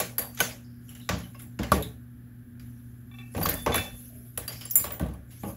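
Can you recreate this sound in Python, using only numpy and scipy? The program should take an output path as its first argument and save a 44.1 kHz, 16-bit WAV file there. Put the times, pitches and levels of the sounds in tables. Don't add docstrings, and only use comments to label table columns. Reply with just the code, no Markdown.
import sys
import numpy as np
from scipy import signal
from scipy.fft import rfft, irfft, next_fast_len
from scipy.io import wavfile
from scipy.ndimage import uniform_filter1d, map_coordinates

SR = 44100
rng = np.random.default_rng(int(sys.argv[2]) if len(sys.argv) > 2 else 0)


def voltage_ratio(decibels):
    exponent = np.asarray(decibels, float) / 20
    return 10 ** exponent


def wrap_up_sound(samples):
    columns = np.atleast_2d(samples).T
    tamed = np.clip(columns, -1, 1)
    steps = np.round(tamed * 32767).astype(np.int16)
    wavfile.write(sys.argv[1], SR, steps)


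N = 245195

# s, tick_db (peak), clack_db and knock_db (both over the tick)
SNAPS = [(0.1814, -13.5, -11.5, -15), (0.1908, -14.5, -11.5, -11.5), (3.4585, -30, 13, 12),
         (3.5395, -17, -22, -20), (3.6614, -24, 4.5, 18), (4.3749, -13.5, -12.5, -12.5),
         (4.653, -28, -10, -12), (4.7078, -18.5, -26, -25), (4.7095, -34, -30, -30),
         (4.7555, -1.5, -26, -29.5), (5.4325, -37, -10, 17)]
# s, tick_db, clack_db, knock_db
CLACKS = [(0.0004, -14, -8, -7.5), (0.3731, -36, 5, -12), (0.389, -30, 0, -4), (0.4026, -12, -5, -8),
          (0.4894, -35, 0, -15), (1.7175, -15.5, -2, 1), (3.412, -34, 0, 16), (3.743, -20, 0.5, 1.5),
          (4.4781, -22, -7.5, -11), (4.8408, -29, 1, 7), (4.9045, -33, -2, 3)]
# s, tick_db, clack_db, knock_db
THUDS = [(1.0899, -25.5, 9.5, 7), (1.344, -46, -2.5, 1), (1.5896, -36, 8, 12), (1.6312, -31, 5, -3),
         (3.3388, -38.5, -15, 0.5), (3.3472, -36.5, 3, 13), (3.366, -31.5, -3, -9), (3.3768, -32, -2.5, 9),
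         (3.7193, -38.5, 13, 2), (3.779, -25, 3, -7), (4.995, -28, -8.5, 6), (5.0102, -38, -5, 12),
         (5.0612, -42.5, -4, 8), (5.0848, -44.5, -2, 8), (5.1354, -43, -7.5, -9)]
# s, tick_db, clack_db
TAPS = [(0.3461, -38, -9), (0.8903, -40, -10.5), (0.9972, -43, -8), (.9495, -41, -6), (1.1835, -37, 0.5),
        (1.1992, -44, 5.5), (1.4178, -33.5, -25), (1.8063, -37, -25), (1.8233, -24.5, -13.5),
        (2.595, -47, 1.5), (3.1854, -55, 10), (3.4272, -23, -7.5), (3.4872, -14.5, -5.5),
        (3.4928, -22.5, -6.5), (3.4525, -21, -22), (3.845, -38, -15), (3.7544, -17.5, -4.5),
        (4.5244, -32.5, -8), (4.609, -32.5, -4.5), (4.794, -28.5, -12), (4.9202, -35, -8)]
# s, tick_db, clack_db
SCUFFS = [(.882, -49, -8), (.9, -45, -5), (0.947, -44, -4), (1.39, -37, -8), (1.414, -40.5, -11),
          (5.304, -44.5, -3), (4.52, -40, -2), (4.609, -42, 2), (4.855, -42, 5)]
# boom_db (over the knock), t60_s
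CONTACT_KINDS = [
    (-12, 0.027),
    (-17.5, 0.038),
    (-3, .036),
    (3, 0.037),
    (-2.5, .15),
]


def contacts():
    knock_db = -14.5
    taps = [(*row, knock_db) for row in TAPS]
    scuffs = [(*row, knock_db) for row in SCUFFS]
    events = []
    for rows, (boom_db, t60) in zip([SNAPS, CLACKS, THUDS, taps, scuffs], CONTACT_KINDS):
        events += [(*row, row[-1] + boom_db, t60) for row in rows]
    return events


# hz, gain_db (per Hz)
TICK_SPECTRUM = [(5000, -37.5), (7500, -6), (9900, -2), (11600, 3), (13000, -8), (14800, -4.5),
                 (16000, 0.5)]
# hz, gain_db (per Hz)
CLACK_SPECTRUM = [(700, -25), (1150, -7), (1500, 0.5), (2000, -1), (2600, -3), (3300, -4.5), (4900, -9.5),
                  (6300, -8.5), (7500, -12), (9000, -20), (12000, -56.5)]
# hz, width_hz, level_db
FRAME_MODES = [(336, 40, -3), (394, 50, -1.5), (475.6, 35, 3), (569, 35, 3.5), (629, 70, 0.5),
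               (799, 113, -1), (1148, 87, -3), (1517, 84, -6.5), (2300, 2400, -16)]
# hz, width_hz, level_db
BENCH_MODES = [(64.5, 7.4, 3), (98.2, 24, 0), (150, 28, -3.5), (183.3, 19, -0.5), (234.5, 25, -1.5),
               (298, 60, -6)]
# trim_db, push_db, room_tail_db (under the blow), tail_t60_s, rise_s, decay_factor
BODY_RESPONSE = [
    (-4, -6, -14, 0.36, 0.00077, 1.06),
    (-5, -9, -10.5, 0.34, 0.00093, 0.76),
    (-2.5, 7.5, -11, 0.35, 0.0018, 0.7),
    (-2.5, 14, -3, 0.41, 0.0031, 3.1),
]


def blows():
    t = np.arange(SR // 2) / SR
    events = contacts()
    bodies = [coloured(TICK_SPECTRUM), coloured(CLACK_SPECTRUM),
              resonant(FRAME_MODES, low_hz=257, high_hz=1800),
              resonant(BENCH_MODES, low_hz=39.5, high_hz=400)]
    out = np.zeros(N)
    for k, (body, response) in enumerate(zip(bodies, BODY_RESPONSE)):
        trim_db, push_db, tail_db, tail_t60, rise, slower = response
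        power, push = np.zeros(N), np.zeros(N)
        tail = voltage_ratio(tail_db - 60 * t / tail_t60) ** 2
        for s, tick_db, *over_tick_db, t60 in events:
            size = voltage_ratio(tick_db + [0, *over_tick_db][k] + trim_db)
            burst = voltage_ratio(-120 * t / (t60 * slower))
            echo = tail * min(1.5, t60 / 0.036) ** 2
            onset = rise * softness(tick_db) * max(1, t60 / 0.033)
            add(power, s, size ** 2 * (burst + echo) * np.minimum(t / onset, 1) ** 2)
            push[round(s * SR) + 20] = size * voltage_ratio(push_db) * min(1, 0.0097 / t60) / softness(tick_db)
        rattle = np.sqrt(power) * voltage_ratio(0.92 * wobble(300)) * patchy(depth_db=2.5)
        out += filtered(push + rattle, body)
    return out


# s, boom_db
HEAVES = [(3.33, -36), (3.41, -32), (3.9, -33.5), (3.5, -34), (3.58, -34), (3.68, -36), (1.1, -46)]


def heave():
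    power, t = np.zeros(N), np.arange(SR // 2) / SR
    for s, db in HEAVES:
        add(power, s, voltage_ratio(db - 60 * t / 0.2) ** 2 * np.minimum(t / 0.034, 1) ** 2)
    legs = [(42, 23, 2), (67.5, 20, -1), (100, 22, -4)]  # hz, width_hz, level_db
    return filtered(np.sqrt(power) * rng.standard_normal(N), resonant(legs, low_hz=25, high_hz=200))


CASE_HZ = [4650, 8780, 11200, 11680, 13810, 13890, 15320]
# level_db, t60_s
CASE_MODES = [(-15, 0.4), (-12, 0.2), (-14, 0.3), (-2.5, 0.25), (-6, .16), (-6.5, 0.24), (-24, 0.4)]
# s, peak_db
CASE_HITS = [
    (0.182, -17.5),
    (0.192, -31),
]


def brass_case():
    return struck(CASE_HZ, CASE_MODES, CASE_HITS, trim_db=-5, unsteady_hz=250, clean_s=.12)


PLATE_HZ = [7214, 8183, 9114, 10290, 10520, 10940, 12260, 13400, 13865, 14250, 14920]
# level_db, t60_s
PLATE_MODES = [(-2.5, 0.3), (-11.5, 0.6), (-2, .22), (-11, .25), (-13, .4), (-5, 0.2), (-6, .25),
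               (-10, .27), (3.5, .3), (-8, .2), (4, 0.34)]
# s, peak_db
PLATE_HITS = [
    (4.7084, -44),
    (4.755, -15),
    (4.92, -44),
]


def shell_plate():
    return struck(PLATE_HZ, PLATE_MODES, PLATE_HITS, trim_db=-4, unsteady_hz=90, clean_s=.6)


LINK_HZ = [780, 1140, 1803, 2330, 2640, 3494, 3950]
# level_db, t60_s
LINK_MODES = [(-8.5, 0.42), (-6.5, 0.25), (-7.5, 0.51), (-0.5, 0.32), (-2.5, 0.4), (-2, 0.18), (-17, .3)]
# s, peak_db
LINK_HITS = [(3.113, -49.5), (3.14, -46.5), (3.1854, -40.5), (3.211, -47), (3.727, -36), (3.7444, -27.5),
             (3.7824, -29)]


def linkage():
    return struck(LINK_HZ, LINK_MODES, LINK_HITS, trim_db=-6.5, unsteady_hz=110, clean_s=.15)


ROD_HZ = [3494]
# level_db, t60_s
ROD_MODES = [(0, .6)]
# s, peak_db
ROD_HITS = [(3.49, -48), (3.555, -48), (3.583, -43), (3.721, -29), (3.752, -28)]


def rod():
    return struck(ROD_HZ, ROD_MODES, ROD_HITS, trim_db=-2, unsteady_hz=50, clean_s=1.5)


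PAWL_HZ = [2960, 5640, 7260, 9170, 11150]
# level_db, t60_s
PAWL_MODES = [(0, .1), (-9, .07), (-6, .06), (-10, .06), (-1, .05)]
# s, peak_db
PAWL_HITS = [(.882, -55), (.891, -49), (.902, -50), (.925, -53), (.9495, -48), (.972, -56), (.998, -53),
             (1.013, -58), (1.028, -58)]


def pawl():
    return struck(PAWL_HZ, PAWL_MODES, PAWL_HITS, trim_db=0, unsteady_hz=600, clean_s=.04)


# s, peak_db, pitch_hz, t60_s
PINGS = [(.403, -21, 6350, 0.09), (.44, -38, 6350, .2), (.001, -26, 1120, .1), (.404, -19, 1500, 0.1),
         (.404, -27, 3000, .08), (3.662, -18.5, 840, 0.087), (1.09, -26, 1150, 0.18),
         (1.347, -54, 2730, 0.27), (1.7185, -9, 1400, 0.04), (1.823, -42, 7200, 0.056),
         (5.434, -34, 610, 0.17), (3.428, -33, 4690, 0.12), (3.44, -38, 4690, .5), (3.49, -38, 4050, .1),
         (3.46, -34, 3900, .04), (3.8, -41, 2640, .35), (3.21, -50, 2620, .4), (3.745, -34, 2330, .3),
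         (3.457, -19, 1150, 0.06), (3.72, -42, 6600, .08), (4.479, -30, 4740, 0.07), (4.49, -43, 4740, .7),
         (4.52, -42, 6880, 0.12), (4.654, -46, 7400, 0.1), (4.663, -45, 6500, .04), (4.842, -32, 1104, .07),
         (4.795, -41, 4750, 0.15), (4.756, -33, 6600, .08), (4.757, -42, 2150, .12),
         (4.842, -42, 5250, .04), (4.918, -44, 2300, .05)]
# s, peak_db, pitch_hz, t60_s
FURTHER_NOTES = [(1.7185, -16, 200, .08), (1.719, -17, 590, .07), (1.7195, -12, 1150, .07),
                 (1.727, -21, 490, .16), (1.738, -25, 370, .12), (1.79, -32, 430, .35),
                 (1.81, -36, 560, .2), (1.725, -22, 70, .5), (1.78, -25, 110, .3), (1.74, -23, 190, .25),
                 (1.76, -27, 300, .35), (1.596, -27, 200, .3), (1.595, -33, 540, .12), (1.76, -26, 161, .3),
                 (5.436, -28, 210, .15), (5.465, -31, 200, .3), (5.46, -38, 320, .3), (5.47, -40, 560, .3),
                 (5.001, -36, 1520, .06), (5.003, -33, 600, .08), (5.012, -25, 200, .1),
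                 (5.057, -27, 140, .12), (5.058, -36, 620, .07), (5.084, -32, 150, .1),
                 (4.842, -35, 592, .17), (4.845, -38, 845, .11), (4.905, -39, 1100, .08),
                 (4.908, -39, 600, .1), (3.413, -28, 800, .1), (3.414, -32, 1100, .05),
                 (3.378, -32, 600, .06), (3.349, -33, 500, .06), (3.49, -34, 1800, .4),
                 (3.553, -35, 600, .06), (.001, -28, 630, .12), (.183, -32, 1696, .07),
                 (.183, -34, 1150, .06), (1.347, -52, 1100, .2), (1.347, -55, 2150, .25),
                 (1.347, -58, 5100, .15), (1.397, -52, 1150, .1), (1.397, -54, 2100, .08),
                 (1.632, -36, 2100, .08), (1.591, -44, 5100, .05), (1.24, -53, 3000, .3),
                 (4.376, -36, 600, .08)]
# s, peak_db, pitch_hz, t60_s
CLINKS = [(.346, -43.5, 11840, 0.094), (.892, -45, 11100, .1), (1.823, -39, 11300, 0.11),
          (3.31, -50, 10800, 0.31), (3.429, -26, 14100, 0.25), (3.453, -17, 14050, .07),
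          (3.415, -36, 11700, .1), (3.4, -40, 10800, .15), (3.62, -42, 11200, .9),
          (3.494, -19, 13700, 0.05), (3.505, -33, 13700, .25), (3.496, -23, 12200, 0.07),
          (3.51, -36, 12200, .25), (3.495, -39, 9560, .06), (3.755, -25, 11170, 0.14),
          (3.742, -28, 11300, .06), (3.76, -28, 11700, .1), (3.745, -32, 15300, .15),
          (3.757, -24.5, 10330, 0.057), (4.375, -26.5, 10470, .06), (4.652, -27.5, 10250, 0.05),
          (4.7, -35, 10250, 0.11), (4.6627, -42, 7440, .4), (4.713, -28, 12300, .2),
          (4.709, -28, 14700, .2), (4.709, -30, 14900, .2), (4.709, -33, 14300, .15),
          (4.709, -34, 13800, .15), (4.479, -29, 11650, .08), (4.485, -41, 11600, .5),
          (4.479, -36, 9400, .08), (4.919, -31, 14920, .25), (4.919, -38, 13870, .25),
          (4.921, -40, 10520, .1), (4.8, -30, 10500, 0.14), (4.998, -51, 11200, 0.21)]
# s, peak_db, pitch_hz, t60_s
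BUZZES = [(.89, -58, 3000, 0.6), (1.012, -53, 3800, 0.58), (.373, -46, 3100, .2), (4.48, -46, 3150, .3),
          (1.824, -35.5, 3700, 0.24), (4.611, -45, 3070, 0.45), (4.709, -38, 5600, .15),
          (4.709, -33, 6600, .04), (.64, -62, 5000, .9), (4.1, -58, 650, .9), (4.61, -45, 5100, 0.5),
          (4.52, -46, 5200, .6), (2.595, -54, 4800, 0.069), (3.98, -60, 520, .9), (4.15, -58, 400, .7),
          (3.2, -60, 360, 0.76), (5.44, -40, 250, .3)]


def single_notes():
    out = np.zeros(N)
    for notes, unsteady in [(PINGS, .06), (FURTHER_NOTES, .06), (CLINKS, .03), (BUZZES, .22)]:
        for s, db, hz, t60 in notes:
            add(out, s, voltage_ratio(db) * ring(hz, t60, unsteady * hz, 0.00077 * softness(db)))
    return out


# s, pitch_hz, level_db
SQUEAK = [(3.15, 7500, -92), (3.2, 7700, -73), (3.27, 7800, -78), (3.31, 8500, -60), (3.34, 8650, -68),
          (3.4, 8300, -82)]


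def squeak():
    hz, db = curves(SQUEAK)
    gain = voltage_ratio(db + 4 * wobble(150))
    phase = 2 * np.pi * np.cumsum(hz + 60 * wobble(200)) / SR
    return gain * np.sin(phase)


# s (of most speed), rise_s, hiss_db, scrape_db, t60_s
STROKES = [(0.001, .01, -63, -32.5, 0.26), (0.43, 0.063, -41, -34, 0.34), (0.93, 0.18, -58, -63.5, 2.7),
           (1.25, 0.17, -57, -78, 0.75), (1.75, .12, -54, -70, 0.46), (2.62, .03, -61.5, -70.5, 2.3),
           (3.17, 0.14, -63.5, -71, 2.9), (3.42, 0.082, -42, -49.5, 1), (3.53, .08, -47, -63, .7),
           (3.76, 0.047, -41.5, -52, 0.78), (3.98, 0.087, -50, -63, 2.1), (4.55, 0.09, -53.5, -55, 1.1),
           (4.8, .05, -43, -45.5, 0.28), (5.33, 0.059, -56, -62, 2.5), (5.48, 0.12, -46.5, -54, 0.3)]


def strokes():
    t = np.arange(0, N + 64, 64) / SR
    power = 0
    for s, rise, hiss_db, scrape_db, t60 in STROKES:
        shape = voltage_ratio(np.where(t < s, 40 * (t - s) / rise, -120 * (t - s) / t60))
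        power = power + voltage_ratio([[hiss_db], [scrape_db]]) ** 2 * shape
    return curves(np.transpose([t, *np.sqrt(power)]))


# hz, gain_db (per Hz)
HISS_SPECTRUM = [(6000, -47.5), (8000, -28), (9000, -13.5), (11300, 1.5), (12800, -6), (14800, -8.5),
                 (16000, -12.5)]
# hz, gain_db (per Hz)
SCRAPE_SPECTRUM = [(1240, -45.5), (2100, -4.5), (2280, -2), (2450, -3), (4360, -6.5), (7400, -1),
                   (8800, -4.5), (11400, -24), (19400, -120)]


def slide():
    hiss_gain, scrape_gain = strokes()
    grip_db = 0.82 * wobble(40)
    hiss = hiss_gain * voltage_ratio(grip_db) * filtered(patchy(depth_db=3.0), coloured(HISS_SPECTRUM))
    scrape_gain = scrape_gain * voltage_ratio(grip_db + 0.69 * wobble(22))
    return hiss + scrape_gain * filtered(patchy(depth_db=3.5), coloured(SCRAPE_SPECTRUM))


# s, level_db
HUM_OVERTONE = [(0, -60.5), (.3, -53), (3.7, -49.5), (4.1, -57), (5.56, -58.5)]


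def hum():
    turn = 2 * np.pi * 60 * np.arange(N) / SR
    high_db, = curves(HUM_OVERTONE)
    second = voltage_ratio(-45.5 + 1.6 * wobble(3) + 1.2 * wobble(16)) * np.sin(2 * turn)
    fourth = voltage_ratio(high_db + 3 + 1.5 * wobble(4.98)) * np.sin(4 * turn + 1.06)
    return second + fourth + voltage_ratio(-72) * np.sin(6 * turn)


# hz, gain_db (per Hz)
AIR_SPECTRUM = [(12, -51), (20, -26), (69, -2), (99, -6), (124, -4), (142, -9.5), (185, -11), (221, -11),
                (250, -6.5), (311, -18.5), (420, -28.5), (1010, -39.5), (1670, -28), (2090, -40.5),
                (2400, -41.5), (3120, -72.5), (5280, -120)]
# hz, gain_db (per Hz)
REST_SPECTRUM = [(1900, -30), (2500, -9.5), (3300, -8.5), (4170, -14), (6860, -17), (8500, -14),
                 (11100, -2), (15700, -6)]


def air():
    hiss = voltage_ratio(-67) * filtered(rng.standard_normal(N), coloured(REST_SPECTRUM))
    swell = voltage_ratio(-51.5 + 0.68 * wobble(6.8))
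    return hiss + swell * filtered(rng.standard_normal(N), coloured(AIR_SPECTRUM))


def struck(pitches, modes, hits, trim_db, unsteady_hz, clean_s):
    out = np.zeros(N)
    for s, db in hits:
        rise = 0.00042 * softness(db)
        for hz, (level_db, t60) in zip(pitches, modes):
            gain = voltage_ratio(db + trim_db + level_db + rng.normal(0, 1.5))
            add(out, s, gain * ring(hz, t60, unsteady_hz, rise, clean_s))
    return out


def ring(hz, t60, unsteady_hz, rise, clean_s=.1):
    t = np.arange(SR // 2)[:int(t60 * SR)] / SR
    depth = min(1, np.sqrt(.1 / clean_s))
    in_phase, quadrature = [depth * np.interp(t * unsteady_hz, np.arange(400), knots)
                            for knots in rng.standard_normal((2, 400))]
    turn = 2 * np.pi * hz * t
    note = (voltage_ratio(-60 * t / clean_s) + voltage_ratio(-5) * in_phase) * np.sin(turn)
    note += voltage_ratio(-4) * quadrature * np.cos(turn)
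    return voltage_ratio(-60 * t / t60) * note * np.minimum(t / rise, 1)


def softness(db):
    return max(1, voltage_ratio(-.35 * (db + 18.0)))


def patchy(depth_db):
    z = signal.stft(rng.standard_normal(N + 512), nperseg=256)[2]
    field = uniform_filter1d(rng.standard_normal(z.shape), 3, axis=0)
    field = uniform_filter1d(field, 11, axis=1)
    return unit(signal.istft(z * voltage_ratio(depth_db * unit(field)), nperseg=256)[1][:N])


def resonant(peaks, low_hz, high_hz):
    def response(f):
        edges = (1j * f / low_hz / (1 + 1j * f / low_hz) / (1 + 1j * f / high_hz)) ** 2
        total = 0
        for k, (centre, width, db) in enumerate(peaks):
            mode = 1j * f * width / (centre * centre - f * f + 1j * f * width)
            total = total + (-1) ** k * voltage_ratio(db) * mode
        return edges * total
    return response


def coloured(points):
    def response(hz):
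        f, db = np.transpose(points)
        gain_db = np.interp(np.log(hz + 1), np.log(f), db)
        cepstrum = irfft(np.log(voltage_ratio(np.maximum(gain_db, -70))))
        half = len(cepstrum) // 2
        cepstrum[1:half] *= 2
        cepstrum[half + 1:] = 0
        return np.exp(rfft(cepstrum))
    return response


def filtered(x, response):
    m = next_fast_len(N + SR // 2, True)
    h = response(np.fft.rfftfreq(m, 1 / SR))
    h = h / np.sqrt(np.mean(np.abs(h) ** 2))
    return irfft(rfft(x, m) * h, m)[:N]


def unit(x):
    return x / np.sqrt(np.mean(x ** 2) + 1e-20)


def curves(rows):
    s, *columns = np.transpose(rows)
    return [np.interp(np.arange(N) / SR, s, column) for column in columns]


def wobble(rate):
    return map_coordinates(rng.standard_normal(int(N * rate / SR) + 4), [np.arange(N) * rate / SR])


def add(track, s, sound):
    part = track[round(s * SR):][:len(sound)]
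    part += sound[:len(part)]


def scene():
    press = blows() + heave()
    ringing = brass_case() + shell_plate() + linkage() + rod() + pawl() + single_notes()
    return (press + ringing + squeak() + slide() + hum() + air())[None]


# hz, gain_db
MIC_RESPONSE = [(20, -8), (40, -.1), (7500, -.1), (8500, -11), (9500, -.1), (15700, -.1), (15900, -38),
                (16900, -50)]


def microphone(pressure):
    return voltage_ratio(-1.5) * filtered(pressure[0], coloured(MIC_RESPONSE))[None]


def roll_off(x):
    return signal.sosfilt(signal.butter(12, 16980, fs=SR, output="sos"), x)


def record(dry):
    mix = microphone(dry)
    return roll_off(mix)


dry = scene()
out = record(dry)
wrap_up_sound(out)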